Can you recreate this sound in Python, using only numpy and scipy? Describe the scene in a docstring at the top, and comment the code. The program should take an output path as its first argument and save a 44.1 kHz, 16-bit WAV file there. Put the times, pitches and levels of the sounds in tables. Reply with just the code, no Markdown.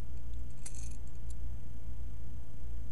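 """A quiet room with a low hum and a faint pulsing electronic whine; then light touches of metal, up close.
A gloved hand tilts a metal pendant close to the microphone, and its chain slips through the pendant's loop.
Each contact is a cluster of tiny impacts that ring the links and the pendant.
The pendant settles with one last click, and the room tone carries on."""
import sys
import numpy as np
from scipy import signal
from scipy.fft import rfft, irfft
from scipy.io import wavfile
from scipy.ndimage import uniform_filter1d

SR = 44100
rng = np.random.default_rng(int(sys.argv[2]) if len(sys.argv) > 2 else 0)


def transcribe(signal):
    """Save signal, clipped to [-1, 1], as a 16-bit WAV file at the path in sys.argv[1]."""
    frames = np.atleast_2d(signal).T
    limited = np.clip(frames, -1, 1)
    pcm = np.round(limited * 32767).astype(np.int16)
    wavfile.write(sys.argv[1], SR, pcm)


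N = 128331
IMPACTS_PER_S = 3200

# colour of a bare impact: f/Hz, level/dB
TICK_COLOUR = [(500, -34), (1200, -23), (1900, -10), (2480, 10.5), (2950, -11), (3700, -20), (4320, 11),
               (5300, -22.5), (6400, 9.5), (8300, 0.5), (9400, -6), (10500, 3), (11300, -19), (15000, -28)]
# modes of the chain's links: f/Hz, level/dB, t60/s
LINK_MODES = [(2420, -16, .01), (2590, -14, .014), (4290, -7, .03), (4520, -14, .015), (6080, -10, .02),
              (6290, -3, .03), (6372, 1, .05), (6530, -3, .025), (6800, -4, .016), (7220, -7, .016),
              (7560, -10, .025), (7850, -7, .016), (8450, -8, .016), (10250, -7, .018), (10670, -6, .03)]
# the pendant's two long rings: f/Hz, level/dB, t60/s
LONG_RINGS = [(7550, 0, .11), (8295, -4, .08)]


def undb(db):
    """Decibels to gain."""
    return 10 ** (np.asarray(db) / 20)


def unit(x):
    """Scale to an rms of 1."""
    return x / np.sqrt(np.mean(x ** 2))


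def curve(points, hz):
    """Gain of (f/Hz, level/dB) points on a log-frequency axis."""
    point_hz, point_db = np.array(points, float).T
    return undb(np.interp(np.log(np.maximum(hz, 1)), np.log(point_hz), point_db))


def wander(rate_hz):
    """Smooth random wander with an rms of 1."""
    hold = int(SR / rate_hz)
    steps = np.repeat(rng.standard_normal(N // hold + 1), hold)
    return unit(uniform_filter1d(uniform_filter1d(steps, hold), hold)[:N])


def coloured(x, points, size=512):
    """Pass x through a minimum-phase filter shaped by (f/Hz, level/dB) points."""
    cepstrum = irfft(np.log(curve(points, np.arange(size // 2 + 1) * SR / size)))
    cepstrum[1:size // 2] *= 2
    cepstrum[size // 2 + 1:] = 0
    return signal.fftconvolve(x, irfft(np.exp(rfft(cepstrum))))[:len(x)]


def add(out, start, y):
    """Mix a sound in at its time."""
    i = int(start * SR)
    out[i:i + len(y)] += y[:N - i]


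def room_tone(level_db=-43):
    """Steady room rumble and microphone hiss, nearly centred in the bass."""
    # spectrum of rumble and hiss: f/Hz, relative density/dB
    spectrum = [(5, 4.5), (12, 1), (20, 3), (30, 0), (43, -14.5), (80, -14.5), (135, -15.5), (200, -22.5),
                (300, -26.5), (500, -32.5), (900, -38.5), (1600, -44.5), (2800, -49.5), (4700, -55),
                (6500, -55), (7900, -51.5), (9500, -54), (12400, -53.5), (13200, -63), (15000, -61.5)]
    # stereo width: f/Hz, side against mid/dB
    width = [(50, -40), (300, -46.5), (600, -35.5), (1000, -14), (2500, -8.5), (5500, -17), (7500, -12),
             (12000, -4), (14000, -14)]
    hz = np.arange(N // 2 + 1) * SR / N
    mid, side = rfft(rng.standard_normal((2, N))) * unit(curve(spectrum, hz))
    mid, side = irfft(mid, N), irfft(side * curve(width, hz), N)
    return np.array([mid + side, mid - side]) * undb(level_db)


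def hum(pitch_hz=58.3, drift=.015, level_db=-46, waver_db=2):
    """The room's low drone: a gently wavering hum, and noise held in a few narrow resonances."""
    # low resonances of the drone: f/Hz, half-width/Hz, level/dB
    resonances = [(61.1, 3.5, -50), (108.7, 5.7, -58), (164.7, 9.3, -64), (236.4, 8.8, -66)]
    cycles = np.cumsum(pitch_hz * (1 + drift * wander(rate_hz=8.87))) / SR + rng.random()
    drone = np.sqrt(2) * np.sin(2 * np.pi * cycles) * undb(level_db + waver_db * wander(rate_hz=8.02))
    hz = np.arange(N // 2 + 1) * SR / N
    for centre, width, db in resonances:
        band = rfft(rng.standard_normal(N)) / (1 + ((hz - centre) / width) ** 2)
        drone += undb(db) * unit(irfft(band, N))
    return drone


def whine(rate_hz=29.97, duty=.48, pulse_centre_s=.0018):
    """Thin electronic tones switch on and off at a steady rate, starting afresh in every cycle."""
    # tones of the whine: f/Hz, level while on/dB
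    partials = [(2428, -83), (3062, -78.5), (6125, -78), (6260, -94), (6560, -87), (7850, -86)]
    phase = (rate_hz * (np.arange(N) / SR - pulse_centre_s) + duty / 2) % 1
    tones = sum(np.sin(2 * np.pi * hz * phase / rate_hz) * undb(db) for hz, db in partials)
    return np.sqrt(2) * tones * (phase < duty)


def ring(modes, push, t, detune=.0008, scatter_db=1.5):
    """Metal modes driven by a push; each contact excites them a little differently."""
    out = 0
    for hz, db, t60 in modes:
        pitch_draw, level_draw = rng.standard_normal(2)
        mode = np.sin(2 * np.pi * hz * (1 + detune * pitch_draw) * t) * np.exp(-np.log(1000) * t / t60)
        driven = signal.fftconvolve(push, mode)[:len(t)]
        out = out + unit(driven) * np.sqrt(t60) * undb(db + scatter_db * level_draw)
    return unit(out)


def contact(bodies, length, low_db, top_db, tick_db, size=8192):
    """Tiny impacts in quick succession tick and ring the bodies, given as (modes, dB), then die away."""
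    settle_db, settle_s, scatter_db = -13, .004, 3
    t = np.arange(size) / SR
    hits = rng.random(size) < IMPACTS_PER_S / SR
    hits[0] = True
    force = np.where(t <= length, 1, undb(settle_db) * np.exp(-np.abs(t - length) / settle_s))
    push = hits * force * undb(scatter_db * rng.standard_normal(size)) * rng.choice([-1, 1], size)
    tick = unit(coloured(push, TICK_COLOUR))
    metal = unit(sum(undb(db) * ring(modes, push, t) for modes, db in bodies))
    shelves = [(4800, low_db), (6000, 0), (8400, 0), (10200, top_db)]
    sound = coloured(metal + undb(tick_db) * tick, shelves)
    power = uniform_filter1d(sound ** 2, size=176, mode="constant")
    return sound / np.sqrt(power.max())  # rms 1 over the loudest 4 ms


def light_touches(out, link_t60=.0035):
    """Links stir against the pendant before and after the slip."""
    # touches: t/s, level/dB, length/s, struck link f/Hz, long rings/dB, low shelf/dB
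    touches = [(.1745, -61, .0012, 7600, -4, 8), (0.3357, -59, 0.0036, 3500, -7, 4),
               (.3915, -67, 0.0034, 7700, -5, 2), (0.504, -60.5, 0.0028, 8200, 5, 0.5),
               (0.511, -64, 0.0067, 6700, -7, 5), (0.577, -62, 0.0053, 8350, -1, 5),
               (0.591, -61.5, .0035, 8000, 0, 5), (1.074, -57.5, .003, 7650, 4, -2),
               (1.152, -62, 0.0042, 6950, -18, 1), (1.291, -64.5, 0.0033, 4400, -4, -5)]
    for start, db, length, link_hz, long_db, low_db in touches:
        bodies = [([(link_hz, 0, link_t60)], 0), (LONG_RINGS, long_db)]
        add(out, start, undb(db) * contact(bodies, length, low_db, top_db=0, tick_db=-3))


def chain_rattle(out, link_db=-4, link_t60=.008):
    """The chain slips through the loop, striking link after link."""
    # contacts: t/s, level/dB, length/s, struck link f/Hz, low shelf/dB, top shelf/dB
    contacts = [(.620, -61, .004, 7740, 9, -3), (.632, -59.5, .006, 7860, 0, 3),
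                (0.652, -57, .005, 8100, 3, -12), (.676, -48, 0.0041, 8400, 4, 7),
                (.687, -60, .004, 8400, 2, 9), (.6935, -54, 0.0017, 8000, -10, 5),
                (.704, -59, 0.0032, 7250, -3, 0), (0.72, -56, .001, 7800, -2, 2),
                (.7375, -67, 0.0023, 7500, 0, 3), (.747, -46.5, 0.0011, 7750, -6.5, 1),
                (0.764, -50.5, .0045, 8300, -1, 5), (.769, -51, 0.0022, 7750, 3, -1),
                (.785, -46, .0075, 6800, -10, -5), (.799, -53.5, 0.0054, 7660, 1, -7),
                (.812, -52, 0.0074, 6730, 0, 0), (.830, -48.5, 0.0073, 6660, 0, 6),
                (.841, -56, 0.0045, 6450, 5, 8), (0.8589, -55, 0.0045, 6650, -3, -3),
                (.862, -48.5, 0.0038, 6840, -9, 0), (.869, -55, 0.0024, 6600, -2, 4),
                (.882, -61, 0.0042, 6500, 3, 2), (.9075, -62, .001, 6900, 2, 0),
                (0.9116, -50, 0.0069, 6750, 1, 8.5), (.934, -61, 0.0025, 9400, 3, -4),
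                (.947, -53.5, .003, 6800, 0, 1)]
    damping, light_touch_db = .45, -60
    for start, db, length, link_hz, low_db, top_db in contacts:
        # hard contacts press the pendant against the glove and weaken its long rings
        long_db = -6 - damping * (db - light_touch_db)
        bodies = [(LINK_MODES, 0), ([(link_hz, 0, link_t60)], link_db), (LONG_RINGS, long_db)]
        add(out, start, undb(db) * contact(bodies, length, low_db, top_db, tick_db=-4.5))


def chain_slide(tick_db=-5.5):
    """A fine steady stream of impacts ticks and rings the links as they run through the loop."""
    # swell of the sliding between contacts: t/s, level/dB
    swell = [(.645, -75), (.68, -59.5), (.735, -68), (.79, -58.5), (.87, -59.5), (.90, -72), (.97, -74)]
    times, db = np.array(swell).T
    t = np.arange(N) / SR
    push = (rng.random(N) < IMPACTS_PER_S / SR) * rng.standard_normal(N)
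    link_response = ring(LINK_MODES, np.ones(1), t[:SR // 4])
    links = unit(signal.fftconvolve(push, link_response)[:N])
    ticks = unit(coloured(push, TICK_COLOUR))
    return unit(links + undb(tick_db) * ticks) * np.interp(t, times, undb(db), left=0, right=0)


def pendant_clinks(out):
    """The pendant strikes its loop twice as the slip begins."""
    # modes of the pendant: f/Hz, level/dB, t60/s
    pendant_modes = [(2130, -7, .02), (2310, -6, .02), (2520, -6, .025), (3980, -15, .015),
                     (4310, -9, .035), (4860, -10, .035), (5975, 1, .045), (6350, -2, .025),
                     (6820, -8, .02), (7260, -8, .025), (7580, -4, .05), (8110, -7, .03), (8310, -5, .055),
                     (8510, 1, .03), (8900, -5, .025), (10100, -8, .02), (10495, 1, .04), (10680, 1, .03)]
    # strikes: t/s, level/dB, length/s, low shelf/dB, top shelf/dB
    clinks = [(.659, -41, 0.0025, -0.5, 0), (.663, -38, .0045, -2.5, -1.5)]
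    for start, db, length, low_db, top_db in clinks:
        add(out, start, undb(db) * contact([(pendant_modes, 0)], length, low_db, top_db, tick_db=-9))


def settling_click(out):
    """The pendant drops against its loop and rebounds, so quickly that one click is heard."""
    # modes of the loop: f/Hz, level/dB, t60/s
    loop_modes = [(2550, -15, .012), (4450, -16, .018), (4820, -7, .013), (6080, -8, .018),
                  (6950, -5, .012), (7280, 1, .018), (8260, -11, .055), (10230, 0, .018), (10420, 0, .03),
                  (10650, -2, .032)]
    # drop and rebound: t/s, level/dB, length/s, low shelf/dB, top shelf/dB
    clicks = [(1.3031, -48.5, .003, -8, -1.5), (1.3076, -51, .0033, -1, -6)]
    for start, db, length, low_db, top_db in clicks:
        add(out, start, undb(db) * contact([(loop_modes, 0)], length, low_db, top_db, tick_db=-34))


def jewellery():
    """Chain and pendant at close range, their highest treble softened."""
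    # treble colour of the jewellery: f/Hz, gain/dB
    treble_colour = [(4950, -1), (5400, 0), (5850, -0.5), (10750, 0.5), (11150, -18), (13000, -10.5),
                     (15000, -4)]
    metal = chain_slide()
    light_touches(metal)
    pendant_clinks(metal)
    chain_rattle(metal)
    settling_click(metal)
    return coloured(metal, treble_colour)


def room_tail(x, level_db=-26.5, t60=.16):
    """The room answers with a faint short tail, different in each channel."""
    t = np.arange(SR // 2) / SR
    tails = rng.standard_normal((2, len(t))) * np.exp(-np.log(1000) * t / t60)
    tails = tails + tails.mean(axis=0)  # partly shared between left and right
    return undb(level_db) * np.array([signal.fftconvolve(x, h / np.linalg.norm(h))[:N] for h in tails])


def scene(left_over_right_db=.1):
    """Jewellery close to the microphone and centred, with the quiet room behind it."""
    background = room_tone() + hum() + whine()
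    metal = jewellery()
    balance = undb(np.array([[left_over_right_db], [-left_over_right_db]]) / 2)
    return (background + metal + room_tail(metal)) * balance


def record(dry):
    """The recorder has a narrow notch in the treble, cuts the top and sits slightly off zero."""
    notch_hz, notch_width_hz, notch_db = 5400, 270, -13
    top_hz, dc_left, dc_right = 15000, .046, .038
    hz = np.arange(N // 2 + 1) * SR / N
    notch = undb(notch_db * np.exp(-((hz - notch_hz) / notch_width_hz) ** 2))
    notched = irfft(rfft(dry) * notch, N)
    lowpass = signal.ellip(8, .2, 70, top_hz, fs=SR, output="sos")
    return signal.sosfilt(lowpass, notched) + np.array([[dc_left], [dc_right]])


dry = scene()
out = record(dry)
transcribe(out)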